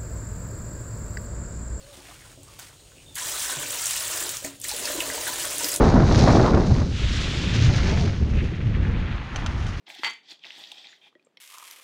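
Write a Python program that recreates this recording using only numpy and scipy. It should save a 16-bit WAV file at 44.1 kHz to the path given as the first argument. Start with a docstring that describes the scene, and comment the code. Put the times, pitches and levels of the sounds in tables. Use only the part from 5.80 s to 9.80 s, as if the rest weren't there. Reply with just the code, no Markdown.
"""A wet forest track, heard close up from a camera microphone on the rider of a rolling bicycle.
Wind buffets the microphone throughout and tears at it in the first second. Just below, the tyres hiss
as they peel off mud and leaves, fling spray through a puddle, hum briefly as the tread beats the water,
then crunch onto damp gravel, where three stones flick against the frame and make it ring."""
import sys
import numpy as np
from scipy.fft import rfft, irfft, next_fast_len
from scipy.io import wavfile
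from scipy.ndimage import uniform_filter1d, map_coordinates

SR = 44100
rng = np.random.default_rng(int(sys.argv[2]) if len(sys.argv) > 2 else 0)


def to_wav(s):
    """Save 16-bit WAV."""
    ch = np.atleast_2d(s).T  # columns
    pcm = np.round(np.clip(ch, -1, 1) * 32767)  # PCM
    wavfile.write(sys.argv[1], SR, pcm.astype(np.int16))


N = 4 * SR
TIME = np.arange(N) / SR


def amp(db):
    """Decibels to gain."""
    return 10 ** (np.asarray(db) / 20)


def unit(x):
    """Scale to rms 1."""
    return x / np.sqrt(np.mean(x ** 2) + 1e-20)


def levels(rows, fade_s=0.022):
    """A gain curve for each dB column, fading out beyond the first and last row."""
    times, *columns = np.transpose(rows)
    outside_s = np.maximum(np.maximum(times[0] - TIME, TIME - times[-1]), 0)
    return [amp(np.interp(TIME, times, db)) * np.exp(-outside_s / fade_s) for db in columns]


def wobble(rate):
    """A smooth random curve, rate knots a second."""
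    knots = rng.standard_normal(int(N * rate / SR) + 4)
    return map_coordinates(knots, [TIME * rate])


def decay(age, life):
    """An exponential fall, 60 dB down when age reaches life."""
    return np.exp(-np.log(1000) * age / life)


def swell(centre_s, length_s):
    """A smooth rise and fall."""
    return np.exp(-2 * ((TIME - centre_s) / length_s) ** 2)


def burst(start_s, attack_s, t60_s):
    """A quick rise that dies away."""
    age = np.maximum(TIME - start_s, 0)
    return (1 - np.exp(-age / attack_s)) * decay(age, t60_s)


def filtered(x, response):
    """x times a response of frequency."""
    size = next_fast_len(len(x) + 8192)
    return irfft(rfft(x, size) * response(np.fft.rfftfreq(size, 1 / SR)), size)[:len(x)]


def coloured(x, spectrum):
    """x shaped by (f/Hz, level/dB) points, at rms 1."""
    f, db = np.transpose(spectrum)
    return unit(filtered(x, lambda hz: amp(np.interp(np.log(hz + 1), np.log(f), db))))


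def resonant_swells(source, rows, width_hz):
    """Brief swells of the source, each through a resonance of its own."""
    out = np.zeros(N)
    for start, db, length, hz in rows:
        band = filtered(source, lambda f: 1j * f * width_hz / (hz ** 2 - f ** 2 + 1j * f * width_hz))
        out += amp(db) * swell(start, length) * unit(band)
    return out


def turbulence(spectrum, flutter_rate, flutter_db, even_s):
    """Air noise that flutters quickly but keeps its strength over spans longer than even_s."""
    air = coloured(rng.standard_normal(N) * amp(flutter_db * wobble(flutter_rate)), spectrum)
    span = max(int(even_s * SR), 8)
    power = uniform_filter1d(uniform_filter1d(air ** 2, span), span)
    return air / np.sqrt(np.abs(power) + 1e-9)


def grains(rate, centre_hz, cycles, spread_db):
    """A shower of tiny rings of random pitch and size, each 60 dB down after the given cycles."""
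    onset, pitch, strength, polarity = np.hsplit(rng.random((int(rate * N / SR), 4)), 4)
    hz = np.clip(centre_hz * (pitch / (1 - pitch)) ** (1 / 3), 400, 13000)
    size = amp(-spread_db * np.log(np.maximum(strength, .01))) * np.sign(polarity - .5)
    age_samples = np.arange(192)
    turns = hz * age_samples / SR
    rings = size * np.sin(2 * np.pi * turns) * decay(turns, cycles)
    positions = (onset * N).astype(int) + age_samples
    return unit(np.bincount(positions.ravel(), rings.ravel(), N)[:N])


def patter(shower, spectrum, hiss_db, clump_rate, clump_db):
    """Grains on a bed of hiss, coming in clumps as the tread bites."""
    mixed = shower + amp(hiss_db) * rng.standard_normal(N)
    return unit(coloured(mixed, spectrum) * amp(clump_db * wobble(clump_rate)))


# Low buffeting and the roar above it, right on the microphone: t/s, level/dB
BUFFET_LEVELS = [(0.0, -19), (0.49, -21), (0.7, -23.5), (0.77, -16), (0.81, -25.5), (0.91, -18),
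                 (1.21, -27.5), (1.24, -20), (1.53, -29.5), (1.93, -20.5), (2.28, -20.5), (2.36, -30),
                 (2.43, -18), (2.49, -23.5), (2.61, -16.5), (2.72, -33.5), (3.01, -20), (3.36, -27.5),
                 (3.5, -41), (3.55, -29.5), (3.83, -25.5), (4.0, -31)]
ROAR_LEVELS = [(0, -22), (0.21, -13), (0.29, -21.5), (0.38, -15.5), (0.6, -18), (0.66, -23.5),
               (0.76, -20.5), (0.93, -21), (1.15, -31.5), (1.46, -31), (1.69, -26.5), (2.03, -26.5),
               (2.1, -25), (2.24, -21), (2.36, -31.5), (2.42, -26.5), (2.62, -27), (2.76, -30.5),
               (3.05, -27), (3.33, -33), (3.45, -39.5), (3.71, -31), (4, -39.5)]
# Eddies booming on the microphone: t/s, level/dB, length/s
EDDY_BOOMS = [(0.783, -30, 0.019), (0.93, -13.5, 0.023), (1.86, -16, 0.15), (2.877, -18.5, 0.061),
              (3.861, -23, 0.021)]
# Their spectra: f/Hz, level/dB
BUFFET_SPECTRUM = [(10, -23), (28, -5), (55, -0.5), (85, -1), (125, -11.5), (250, -67.5), (1000, -130)]
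ROAR_SPECTRUM = [(50, -13.5), (90, -8), (125, -2), (190, -5), (280, -12.5), (420, -19), (700, -30),
                 (1500, -41), (8000, -120)]
EDDY_SPECTRUM = [(50, -22), (85, -5), (112, 6.5), (140, -1.5), (190, -16.5), (400, -55), (1500, -130)]


def wind():
    """Turbulent air buffets the microphone and roars past it; single eddies boom."""
    buffet = turbulence(BUFFET_SPECTRUM, flutter_rate=21, flutter_db=3, even_s=0.06)
    roar = turbulence(ROAR_SPECTRUM, flutter_rate=40, flutter_db=2, even_s=0.054)
    eddies = turbulence(EDDY_SPECTRUM, flutter_rate=25, flutter_db=8.5, even_s=0.011)
    booms = sum(amp(db) * swell(centre, length) for centre, db, length in EDDY_BOOMS)
    return levels(BUFFET_LEVELS)[0] * buffet + levels(ROAR_LEVELS)[0] * roar + booms * eddies


# The opening gust, full on the microphone: t/s, body level/dB, rasp level/dB
GUST_LEVELS = [(0.01, -13, -22), (0.1, -23.5, -28), (0.19, -21, -26.5), (0.28, -28, -32.5),
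               (0.38, -25, -33), (0.45, -18, -29.5), (0.49, -26, -22), (0.535, -22, -28),
               (0.58, -16, -26.5), (0.67, -22, -26), (0.71, -21, -32), (0.8, -22.5, -33), (0.9, -31, -39.5),
               (1.02, -45, -41.5), (1.09, -48, -56)]
# Sharp puffs within it: t/s, level/dB, t60/s
GUST_PUFFS = [(0.18, -19.5, 0.06), (0.311, -14.5, 0.035), (0.472, -19, 0.13), (0.551, -13, 0.033),
              (0.644, -24, 0.045), (0.74, -5, 0.026), (0.769, -17, 0.058), (1.015, -22, 0.061)]
# Spectra of its body and rasp: f/Hz, level/dB
BODY_SPECTRUM = [(100, -9), (240, -3), (420, -2), (650, -8), (1000, -19.5), (2000, -39.5), (9000, -100)]
RASP_SPECTRUM = [(300, -16.5), (750, 2.5), (1050, -2), (1500, -7.5), (2300, -18), (4000, -33.5),
                 (14000, -90)]


def gust():
    """A strong gust tears raggedly at the microphone, with sharp puffs in its body and its rasp."""
    body_gain, rasp_gain = levels(GUST_LEVELS)
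    puffs = sum(amp(db) * burst(start, attack_s=0.0013, t60_s=t60) for start, db, t60 in GUST_PUFFS)
    body = turbulence(BODY_SPECTRUM, flutter_rate=90, flutter_db=2.5, even_s=0.012)
    rasp = turbulence(RASP_SPECTRUM, flutter_rate=200, flutter_db=2.5, even_s=0.021)
    tearing = unit(amp(1.93 * wobble(220)))
    return ((body_gain + puffs) * body + (rasp_gain + amp(-9) * puffs) * rasp) * tearing


# Hollow swells of the gust at the microphone: t/s, level/dB, length/s, f/Hz
HOLLOW_SWELLS = [(0.484, -22, 0.014, 880), (0.67, -25, 0.039, 1090)]


def hollow_gust():
    """The gust briefly blows with a hollow tone."""
    rasp = coloured(rng.standard_normal(N), RASP_SPECTRUM)
    return resonant_swells(rasp, HOLLOW_SWELLS, width_hz=330)


# Tyres on wet mud and leaves below the microphone, steady hiss and single smacks: t/s, level/dB
MUD_LEVELS = [(0.02, -35.5), (0.122, -37.5), (0.182, -40), (0.3, -35.5), (0.395, -28), (0.48, -32.5),
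              (0.512, -31.5), (0.674, -36.5), (0.73, -41.5), (0.954, -38), (1.1, -46)]
MUD_SMACKS = [(0.7475, -32), (1.002, -36)]
# Spectrum of both: f/Hz, level/dB
MUD_SPECTRUM = [(600, -4.5), (2000, -3), (3100, -7), (3900, 0), (5000, -2), (6400, -3.5), (8200, -20),
                (9600, -21.5), (12000, -37.5), (14500, -51)]


def mud():
    """The tread peels off wet mud and leaves with a sticky hiss and the odd sharp smack."""
    ticks = grains(rate=2500, centre_hz=4800, cycles=3.1, spread_db=4.5)
    hiss = patter(ticks, MUD_SPECTRUM, hiss_db=2, clump_rate=82, clump_db=0.9)
    smacks = sum(amp(db) * burst(start, attack_s=0.0005, t60_s=0.015) for start, db in MUD_SMACKS)
    return (levels(MUD_LEVELS)[0] + smacks) * hiss


# Spray off the track's wet edge, then the puddle's splash, close by: t/s, level/dB, mist level/dB
SPRAY_LEVELS = [(1.1, -46.5, -46.5), (1.185, -35, -42), (1.39, -32, -38.5), (1.68, -32.5, -41),
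                (1.77, -35, -49), (1.87, -35.5, -52)]
SPLASH_LEVELS = [(1.71, -44, -49), (1.75, -38.5, -32.5), (1.8, -40.5, -38), (1.85, -38, -31),
                 (1.89, -37, -38.5), (1.96, -34, -33), (2.02, -35, -38.5), (2.1, -34, -35),
                 (2.15, -38, -41), (2.21, -40.5, -35.5), (2.28, -43, -42.5), (2.37, -43.5, -46.5),
                 (2.46, -49.5, -52)]
# Spectra of the spray, its mist, the splash and its fizzing mist: f/Hz, level/dB
SPRAY_SPECTRUM = [(400, -3.5), (800, -15.5), (1300, -9.5), (2000, -7.5), (2900, -4.5), (3600, -3),
                  (4400, -13), (6000, -31), (9000, -42), (14000, -85)]
MIST_SPECTRUM = [(2000, -24), (4000, 1.5), (5000, 0), (6500, -3.5), (7500, -7), (8500, -18), (10000, -20.5),
                 (12000, -35), (14500, -47)]
SPLASH_SPECTRUM = [(250, -3), (700, -11), (1300, -1), (2100, 2.5), (2900, 1), (4000, -5), (6000, -10),
                   (9000, -50), (14000, -83)]
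FIZZ_SPECTRUM = [(2000, -8), (4200, -3.5), (5200, -4.5), (6500, -5), (8200, -20), (9800, -21), (12000, -34),
                 (14500, -37.5)]


def puddle():
    """The tyres fling a fine spray off the wet track, then heavier drops out of the puddle."""
    spray, mist = levels(SPRAY_LEVELS)
    splash, fizz = levels(SPLASH_LEVELS)
    drops = grains(rate=3000, centre_hz=2980, cycles=11.6, spread_db=2)
    big_drops = grains(rate=1600, centre_hz=1860, cycles=9.1, spread_db=2.5)
    droplets = grains(rate=5800, centre_hz=5430, cycles=4, spread_db=3)
    return (spray * patter(drops, SPRAY_SPECTRUM, hiss_db=4.5, clump_rate=110, clump_db=0.7)
            + mist * patter(droplets, MIST_SPECTRUM, hiss_db=7.5, clump_rate=51, clump_db=1.3)
            + splash * patter(big_drops, SPLASH_SPECTRUM, hiss_db=1.5, clump_rate=120, clump_db=2)
            + fizz * coloured(droplets, FIZZ_SPECTRUM))


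# Tread in the puddle, heard from the saddle: t/s, knob rate f/Hz, level/dB
HUM_PATH = [(1.9, 204, -39), (2.0, 173, -39), (2.11, 210, -35.5), (2.22, 232, -38), (2.31, 177, -36.5),
            (2.335, 172, -50)]
# Overtones of the hum: multiple of the knob rate, relative level/dB
HUM_OVERTONES = [(2, -5.5), (3, -4.5), (4, -9.5)]


def tread_hum(pitch_jitter=0.08, flicker_db=3.6):
    """The knobs of the tread beat the water: a fuzzy hum that rises and falls."""
    times, hz, db = np.transpose(HUM_PATH)
    knob_hz = np.interp(TIME, times, hz)
    tone = np.zeros(N)
    for multiple, level in HUM_OVERTONES:
        gain = amp(level + flicker_db * wobble(50))
        turns = np.cumsum(knob_hz * (1 + pitch_jitter * wobble(260))) / SR
        tone += gain * np.sin(2 * np.pi * multiple * turns)
    return levels(np.column_stack([times, db]))[0] * unit(tone)


# Damp gravel just below the rider: t/s, crunch level/dB, grind level/dB, fizz level/dB
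GRAVEL_LEVELS = [(2.48, -44.5, -58, -53.5), (2.65, -42.5, -53, -52.5), (2.84, -45.5, -51.5, -58),
                 (3.15, -43.5, -43, -58.5), (3.27, -41.5, -41.5, -58.5), (3.48, -44.5, -40.5, -57),
                 (3.62, -43, -36.5, -50), (3.76, -44, -40.5, -50.5), (3.92, -44.5, -39, -48.5),
                 (4, -46, -46, -50.5)]
# Short scrapes of the tread in the grit: t/s, level/dB, length/s, f/Hz
GRIT_SCRAPES = [(2.597, -42.5, 0.053, 2580), (2.956, -43.5, 0.015, 1820), (3.072, -43, 0.076, 1620)]
# Spectra of the crunch and the low grinding: f/Hz, level/dB
CRUNCH_SPECTRUM = [(600, -23), (1300, -5), (1900, 0), (2600, 0), (3400, -2.5), (4500, -10), (6500, -36),
                   (9000, -58)]
GRIND_SPECTRUM = [(150, -4.5), (450, -16.5), (850, -8), (1300, -5.5), (2000, -9), (4000, -50), (8000, -84)]


def gravel():
    """Damp grit grinds and crunches under the tread, with a thin wet fizz and narrow-band scrapes."""
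    crunch, grind, fizz = levels(GRAVEL_LEVELS)
    grit = grains(rate=1800, centre_hz=2120, cycles=5.3, spread_db=2.5)
    pebbles = grains(rate=900, centre_hz=1034, cycles=2.7, spread_db=2)
    sand = grains(rate=3000, centre_hz=5500, cycles=4, spread_db=4)
    return (crunch * patter(grit, CRUNCH_SPECTRUM, hiss_db=3.5, clump_rate=82, clump_db=1.4)
            + grind * patter(pebbles, GRIND_SPECTRUM, hiss_db=6.5, clump_rate=97, clump_db=1)
            + fizz * patter(sand, FIZZ_SPECTRUM, hiss_db=4, clump_rate=50, clump_db=1.7)
            + resonant_swells(grit, GRIT_SCRAPES, width_hz=450))


# Stones hitting the frame, within reach of the microphone: t/s, level/dB, ring tilt/(dB per octave)
STONE_HITS = [(3.5596, -17, 2), (3.6621, -16, -1.5), (3.866, -25, -5)]
# Ringing modes of the frame: f/Hz, level/dB, t60/s
FRAME_RING = [(1400, -11, 0.025), (3140, -9, 0.017), (4520, -15, 0.014), (6130, -12.5, 0.019)]
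# Spectrum of the crack on contact: f/Hz, level/dB
CRACK_SPECTRUM = [(300, 7), (1500, -1), (3000, 7), (4300, -2), (6400, -0.5), (8200, -16), (10000, -18.5),
                  (14000, -42)]


def stones(bounce_s=0.006, bounce_db=-12, crack_db=-8.5, crack_t60_s=0.033, attack_s=0.0005):
    """Each stone cracks against the frame and strikes again, with its own brighter or duller ring."""
    out = np.zeros(N + SR)
    age = np.arange(SR // 10) / SR
    attack = 1 - np.exp(-age / attack_s)
    middle_hz = np.mean([hz for hz, _, _ in FRAME_RING])
    for start, db, tilt in STONE_HITS:
        for delay, loss_db in [(0, 0), (bounce_s, bounce_db)]:
            ring = np.zeros(len(age))
            for hz, level, t60 in FRAME_RING:
                gain = amp(level + tilt * np.log2(hz / middle_hz) + rng.normal())
                ring += gain * decay(age, t60) * np.sin(2 * np.pi * hz * age)
            noise = coloured(rng.standard_normal(len(age)), CRACK_SPECTRUM)
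            crack = amp(crack_db) * noise * decay(age, crack_t60_s)
            first = round((start + delay) * SR)
            out[first:first + len(age)] += amp(db + loss_db) * (ring + crack) * attack
    return out[:N]


def scene():
    """Wind, tyres and frame at one microphone riding with the bicycle, in mono."""
    return (wind() + gust() + mud() + puddle() + gravel() + tread_hum() + stones() + hollow_gust())[None]


def record(dry):
    """The camera keeps nothing above its band limit."""
    top_hz = 14400
    return np.array([filtered(channel, lambda hz: hz < top_hz) for channel in dry])


dry = scene()
out = record(dry)
to_wav(out)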